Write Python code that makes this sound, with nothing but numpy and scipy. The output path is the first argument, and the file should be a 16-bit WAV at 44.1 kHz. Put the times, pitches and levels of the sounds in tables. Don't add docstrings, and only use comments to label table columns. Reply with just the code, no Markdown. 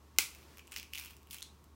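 import sys
import numpy as np
from scipy import signal
from scipy.fft import rfft, irfft, next_fast_len
from scipy.io import wavfile

SR = 44100
rng = np.random.default_rng(int(sys.argv[2]) if len(sys.argv) > 2 else 0)


def store_pcm(level_fs):
    pcm = np.round(np.clip(level_fs, -1, 1) * 32767).astype(np.int16)
    wavfile.write(sys.argv[1], SR, np.atleast_2d(pcm).T)


N = 77175
T = np.arange(N) / SR

# f/Hz, relative level/dB
AIR_COLOUR = [(25, -33.5), (50, 2.5), (85, 0), (110, -4), (170, -4), (260, -7), (400, -7.5), (520, -20.5),
              (700, -20), (1000, -14), (1300, -18), (1800, -36.5), (3000, -48.5)]
HISS_COLOUR = [(500, -8), (1500, -1), (3000, -3), (8000, -7), (16000, -10)]
AIR_RMS_DB, HISS_RMS_DB = -64.5, -77
# f/Hz, nominal rms level/dB
HUM_TONES = [(73.4, -62.5), (910, -82), (1102, -79)]
HUM_WAVER, HUM_WANDER_RAD = 0.05, 0.3
HUM_WAVER_RATE_HZ, HUM_WANDER_RATE_HZ = 4, 6.86

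# t/s, level/dB
RUB_LEVEL = [(.2, -69.5), (.38, -63.5), (.54, -61.5), (.64, -69), (.78, -64.5), (.9, -71.5), (1.3, -71.5),
             (1.55, -70), (1.75, -73)]
# f/Hz, relative level/dB
RUB_COLOUR = [(100, -2.5), (350, 8.5), (700, 2.5), (1300, 1.5), (2500, -2.5), (6000, -4.5), (10000, -10.5),
              (15000, -11)]

# t/s, level/dB
TEAR_LEVEL = [(0, -96.5), (.12, -93), (.2, -58), (.42, -66), (.55, -88), (.64, -101), (.70, -85),
              (.77, -47.5), (.86, -82), (.92, -64), (.98, -48.5), (1.12, -63), (1.24, -78), (1.30, -71),
              (1.345, -50), (1.41, -65), (1.52, -79), (1.75, -100)]
GRAINS_PER_S, GRAIN_SPREAD_DB, TEAR_RING_HZ, TEAR_RING_DB = 2500, 4.5, 2660, -9

# t/s, relative level/dB, nominal splinter decay/s, cavity f/Hz, cavity ring/dB,
# wall f/Hz, wall ring/dB, body/dB, treble/dB
CRACKS = [(.163, -47.5, 0.00076, 2530, 1, 7200, -4, 8, 0),
          (.349, -33, 0.0011, 2580, -5, 6100, -8, -13, 3.5),
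          (.572, -36.5, 0.0012, 2500, 1, 5500, -23, 4, 7.5),
          (0.583, -31, 0.0013, 2600, -10, 5860, -19, 8, 2),
          (0.5934, -32.5, 0.003, 2580, 3, 5900, -11, 5, 1), (.654, -54, 0.0012, 2640, 2, 6000, -9, 6, -8),
          (0.6723, -43.5, 0.00088, 2820, -20, 7950, 5.5, 7, 2),
          (.677, -38.5, 0.0017, 2670, 1.5, 8100, -17, -12, 4),
          (0.7134, -39, 0.00067, 2780, -18, 8300, -5, 10, 4),
          (.719, -34, 0.0028, 2730, 2, 8150, -3, -16, 8), (0.721, -24, 0.0046, 2600, -7.5, 8000, -8, 8, 1),
          (0.7296, -30, 0.00074, 2780, -1, 8100, -5, -14, -2),
          (0.7386, -33.5, 0.0025, 2860, -1, 6000, -1, 4, 2),
          (.742, -31.5, 0.0011, 2700, -1, 8200, -7, 4, 2),
          (0.7623, -20, 0.0014, 2480, 0.5, 5100, -1.5, 3, 2),
          (0.7634, -29.5, 0.00067, 2640, 4, 5870, -8, 6.5, -16),
          (0.773, -33.5, 0.0022, 2600, -27, 5130, 4.5, 7, 2),
          (.776, -38, 0.0013, 2800, -27, 6100, 9, -6, 16),
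          (0.7828, -33.5, 0.00087, 3100, -9, 4800, 6, -20, 13),
          (.787, -33.5, 0.00042, 2340, -16, 4440, 6, -4, -1),
          (.798, -28.5, 0.0011, 2970, 3, 6000, -5, -6, 6),
          (0.8297, -28.5, 0.0008, 2600, -1, 5900, -9, -6, 2.5),
          (.935, -26, 0.00084, 2850, 8, 4830, 1.5, -7, 9.5),
          (0.9488, -19, 0.00044, 2530, -24, 5100, -25, -22, -4.5),
          (.9528, -31, .0008, 3250, 5, 9500, -5, 6, 5), (0.9558, -26.5, 0.0011, 2920, 6, 5170, -5, -3, 7),
          (0.9767, -23.5, .0015, 2660, 0, 5500, -21, -9, -2),
          (.983, -20, 0.0016, 2280, -8, 5000, -9, -14, 2.5),
          (0.9901, -25, 0.0015, 2490, -12, 8900, -22, 5, 0),
          (.9975, -24.5, 0.001, 2300, -11, 5300, -8, -1, 7),
          (1.005, -41, 0.0009, 2640, 2, 5500, -8, -6, 11), (1.012, -34, 0.0012, 2800, 4, 5500, -8, 8, 6),
          (1.026, -35, 0.0032, 2680, 1, 9380, -6, 11, 6), (1.0376, -33.5, 0.0021, 3000, 3, 5500, -22, 4, 7),
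          (1.048, -30.5, 0.002, 2400, -7, 5470, -18, 6, 9),
          (1.059, -30, 0.00092, 2700, -3, 5360, -16, 5, 7), (1.067, -42.5, .001, 2820, 11, 5500, -19, 6, 8),
          (1.107, -39.5, 0.0022, 2800, 2, 5500, -27, 10, 12.5),
          (1.167, -44.5, 0.00086, 3040, -2, 8000, 3.5, -2, 12),
          (1.231, -52, .0006, 3020, -12, 6940, 0, 0, 14), (1.272, -46.5, 0.00082, 3040, 3, 7000, -21, 8, 9),
          (1.3015, -46, 0.00083, 3000, -12, 5500, -6, -18, 11),
          (1.3094, -24.5, 0.006, 3320, -6.5, 4750, -12, -28, 7.5),
          (1.323, -39, 0.0019, 3070, -14, 9300, 1, -9, 10),
          (1.330, -25, 0.0063, 3050, -9, 9500, -9, -6, 7.5),
          (1.338, -35, 0.0017, 3030, -20, 9300, -11, -5, -2),
          (1.3444, -26.5, 0.0017, 3200, -16, 9400, -1, 5, 6.5),
          (1.3842, -30.5, 0.0015, 3150, -0.5, 6000, -7, -11, 4),
          (1.408, -41, 0.0011, 3220, -17, 5940, 0, 4, 13),
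          (1.642, -47.5, 0.00086, 3200, -10, 7500, -9, -10, 10)]
# f/Hz, relative level/dB
CRACK_COLOUR = [(150, -29), (500, -17.5), (1000, -4), (1700, -3), (2300, 2), (3800, 3.5), (5500, 1),
                (8000, -3.5), (11500, -2.5), (15000, 0.5)]
CRACKS_TRIM_DB, CRACK_SPLINTER_DB = 0.5, 8
CRACK_RING_WIDTH_HZ, WALL_WIDTH_HZ = 1090, 1900
BODY_HZ, BODY_TOP_HZ = 1440, 2240
TREBLE_FROM_HZ, TREBLE_TO_HZ = 3540, 9450

# t/s, level/dB, nominal splinter decay/s, cavity ring/dB
SNAP_STEPS = [(.1857, 4, 0.00063, -6), (0.1876, -9.5, 0.0014, -0.5)]
# f/Hz, relative level/dB
SNAP_COLOUR = [(100, -25), (360, -16.5), (560, -14), (790, -18), (1000, -16.5), (1450, -1), (1800, -12),
               (2100, -9), (3200, 0), (4200, 3), (6500, 2.5), (10500, -3), (15000, -3.5)]
# f/Hz, width/Hz, relative level/dB
WALL_MODES = [(4380, 190, -5), (4520, 270, -0.5), (5670, 130, -6.5), (6560, 220, -4), (6985, 220, 10.5),
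              (7770, 150, -11.5), (10000, 380, -6), (12400, 150, 9), (14100, 660, -2), (15170, 320, -7)]
# f/Hz, relative level/dB
CAVITY_COLOUR = [(1000, -32), (1450, -14), (1820, -28), (2060, -1), (2550, 0), (2750, -9), (2950, -7),
                 (3600, -16), (6000, -30)]
# f/Hz, width/Hz, relative level/dB
THUMP_MODES = [(230, 99, -2.5), (360, 130, 2), (840, 97, 0)]
SNAP_SPLINTER_DB, WALL_DB, THUMP_DB = 4, -8.5, -17
CAVITY_LAG_S, THUMP_LAG_S = 0.0009, 0.00292
FRACTURE_SAMPLES = 1024
SPLINTER_EVENNESS = 0.55

# delay/s, level/dB
ECHOES = [(.0033, -23.5), (.0072, -20.5)]
# f/Hz, t60/s
ROOM_T60 = [(250, 0.24), (1200, 0.33), (2500, 0.2845), (5000, 0.3155), (9000, 0.29), (15000, 0.23)]
# f/Hz, relative level/dB
ROOM_COLOUR = [(200, -3), (800, -4), (1400, 1), (1780, -3), (2080, 2), (2700, 2.5), (4000, 0), (8000, 0),
               (12000, -2), (15500, -3)]
# f/Hz, relative level/dB
SNAP_SPREAD_COLOUR = [(150, -17), (330, -14), (550, -18), (900, -15), (1450, -5.5), (1800, -14), (2070, 3),
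                      (2550, 3), (2750, -1.5), (3400, -4), (4300, -3.5), (7000, -3.5), (9500, -5),
                      (12000, -7), (15500, -5)]
ROOM_DELAY_S, CRACK_ROOM_DB, SNAP_SPREAD_DB = 0.0049, -7, -0.5

# t/s, level/dB, ring f/Hz, ring/dB, treble/dB
CLICKS = [(1.4211, -25, 3670, 0.5, -6), (1.4263, -23, 4170, -3, 6)]
# f/Hz, relative level/dB
CLICK_COLOUR = [(300, -34), (1500, -8), (2600, -7), (4000, -2), (6500, 0), (9300, -6.5), (12500, -12),
                (15500, -24)]
CLICK_SPLINTER_S, CLICK_SPLINTER_DB, CLICK_RING_WIDTH_HZ = 0.0016, 0.5, 1060

MIC_LOW_CUT_HZ, CUTOFF_HZ = 33, 15800


def from_db(db):
    return 10 ** (np.asarray(db) / 20)


def unit(x):
    return x / np.sqrt(np.sum(x ** 2) + 1e-20)


def unit_rms(x):
    return np.sqrt(N) * unit(x)


def envelope(points):
    return from_db(np.interp(T, *np.transpose(points)))


def at_hz(points, hz):
    f, v = np.transpose(points)
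    return np.interp(np.log(np.maximum(hz, 1)), np.log(f), v)


def coloured(x, points):
    n = next_fast_len(2 * len(x))
    gain = from_db(at_hz(points, np.fft.rfftfreq(n, 1 / SR)))
    cepstrum = irfft(np.log(gain), n)
    cepstrum[1:n // 2] *= 2
    cepstrum[n // 2:] = 0
    response = np.exp(rfft(cepstrum))
    return irfft(rfft(x, n) * response, n)[:len(x)]


def resonance(x, hz, width_hz):
    r = np.exp(-np.pi * width_hz / SR)
    zeros = np.array([1, 0, -1]) * (1 - r * r) / 2
    poles = [1, -2 * r * np.cos(2 * np.pi * hz / SR), r * r]
    return signal.lfilter(zeros, poles, x + 1e-18)


def modes(force, table):
    return unit(sum((-1) ** k * from_db(db) * resonance(force, hz, width_hz)
                    for k, (hz, width_hz, db) in enumerate(table)))


def drift(rate_hz):
    return np.interp(T * rate_hz, np.arange(200), rng.standard_normal(200))


def add(out, s, x):
    i = int(s * SR)
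    out[i:i + len(x)] += x[:N - i]


def fracture(decay_s, splinter_db):
    decay = np.exp(-T[:FRACTURE_SAMPLES] / max(decay_s, 1 / SR))
    splinters = unit(rng.standard_normal(FRACTURE_SAMPLES) * decay)
    force = from_db(splinter_db) * splinters
    force[0] += 1
    for _ in range(4):
        spectrum = rfft(force, 2 * FRACTURE_SAMPLES)
        flatter = spectrum / (np.abs(spectrum) + 1e-9) ** (SPLINTER_EVENNESS / 2)
        force = irfft(flatter)[:FRACTURE_SAMPLES]
    return unit(force)


def shell(force, colour, ring_hz, width_hz, ring_db, treble_db=0):
    tick = unit(coloured(force, colour))
    tick = coloured(tick, [(TREBLE_FROM_HZ, 0), (TREBLE_TO_HZ, treble_db)])
    ring = resonance(resonance(force, ring_hz, width_hz), ring_hz, width_hz)
    return tick + from_db(ring_db) * unit(ring)


def ventilation():
    air = unit_rms(coloured(rng.standard_normal(N), AIR_COLOUR))
    hiss = unit_rms(coloured(rng.standard_normal(N), HISS_COLOUR))
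    return from_db(AIR_RMS_DB) * air + from_db(HISS_RMS_DB) * hiss


def appliance_hum():
    hum = np.zeros(N)
    for hz, rms_db in HUM_TONES:
        level = from_db(rms_db) * np.sqrt(2) * (1 + HUM_WAVER * drift(HUM_WAVER_RATE_HZ))
        phase = 2 * np.pi * hz * T + HUM_WANDER_RAD * drift(HUM_WANDER_RATE_HZ)
        hum += level * np.sin(phase)
    return hum


def rubbing():
    return unit_rms(coloured(rng.standard_normal(N), RUB_COLOUR)) * envelope(RUB_LEVEL)


def tearing():
    size_db = GRAIN_SPREAD_DB * np.minimum(rng.exponential(1, N), 5)
    sizes = from_db(size_db) * rng.choice([-1, 1], N)
    grains = sizes * (rng.random(N) < GRAINS_PER_S / SR)
    crackle = shell(grains, CRACK_COLOUR, TEAR_RING_HZ, CRACK_RING_WIDTH_HZ, TEAR_RING_DB)
    return unit_rms(crackle) * envelope(TEAR_LEVEL)


def cracks():
    out = np.zeros(N)
    for s, db, decay_s, cavity_hz, ring_db, wall_hz, wall_db, body_db, treble_db in CRACKS:
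        force = fracture(decay_s, CRACK_SPLINTER_DB)
        piece = shell(force, CRACK_COLOUR, cavity_hz, CRACK_RING_WIDTH_HZ, ring_db, treble_db)
        piece += from_db(wall_db) * unit(resonance(force, wall_hz, WALL_WIDTH_HZ))
        piece = coloured(piece, [(BODY_HZ, body_db), (BODY_TOP_HZ, 0)])
        add(out, s, from_db(db + CRACKS_TRIM_DB) * piece)
    return out


def snap():
    out = np.zeros(N)
    for s, db, decay_s, ring_db in SNAP_STEPS:
        force = fracture(decay_s, SNAP_SPLINTER_DB)
        wall = from_db(WALL_DB) * modes(force, WALL_MODES)
        add(out, s, from_db(db) * (unit(coloured(force, SNAP_COLOUR)) + wall))
        cavity = unit(coloured(force, CAVITY_COLOUR))
        add(out, s + CAVITY_LAG_S, from_db(db + ring_db) * cavity)
    thump = modes(signal.unit_impulse(FRACTURE_SAMPLES), THUMP_MODES)
    add(out, SNAP_STEPS[0][0] + THUMP_LAG_S, from_db(THUMP_DB) * thump)
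    return out


def snap_spread():
    out = np.zeros(N)
    pulse = unit(coloured(signal.unit_impulse(FRACTURE_SAMPLES), SNAP_SPREAD_COLOUR))
    add(out, SNAP_STEPS[0][0], from_db(SNAP_SPREAD_DB) * pulse)
    return out


def early_echoes(direct):
    return sum(from_db(db) * np.interp(T - s, T, direct, left=0) for s, db in ECHOES)


def room_response():
    white = rfft(rng.standard_normal(N))
    hz = np.fft.rfftfreq(N, 1 / SR)
    centres_hz, t60s = np.transpose(ROOM_T60)
    tail = np.zeros(N)
    for t60_s, share in zip(t60s, np.eye(len(t60s))):
        weight = at_hz(list(zip(centres_hz, share)), hz)
        tail += irfft(white * weight, N) * from_db(-60 * T / t60_s)
    return unit(tail * (T > ROOM_DELAY_S))


def clicks():
    out = np.zeros(N)
    for s, db, ring_hz, ring_db, treble_db in CLICKS:
        force = fracture(CLICK_SPLINTER_S, CLICK_SPLINTER_DB)
        click = shell(force, CLICK_COLOUR, ring_hz, CLICK_RING_WIDTH_HZ, ring_db, treble_db)
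        add(out, s, from_db(db) * click)
    return out


def scene():
    small = cracks() + clicks() + tearing()
    direct = snap() + small
    into_room = from_db(CRACK_ROOM_DB) * coloured(small, ROOM_COLOUR) + snap_spread()
    tail = signal.fftconvolve(into_room, room_response())[:N]
    return (direct + early_echoes(direct) + tail + rubbing() + ventilation() + appliance_hum())[None]


def record(dry):
    low_cut = signal.butter(2, MIC_LOW_CUT_HZ, "high", fs=SR, output="sos")
    top_cut = signal.ellip(10, 0.1, 80, CUTOFF_HZ, fs=SR, output="sos")
    return signal.sosfilt(top_cut, signal.sosfilt(low_cut, dry))


dry = scene()
out = record(dry)
store_pcm(out)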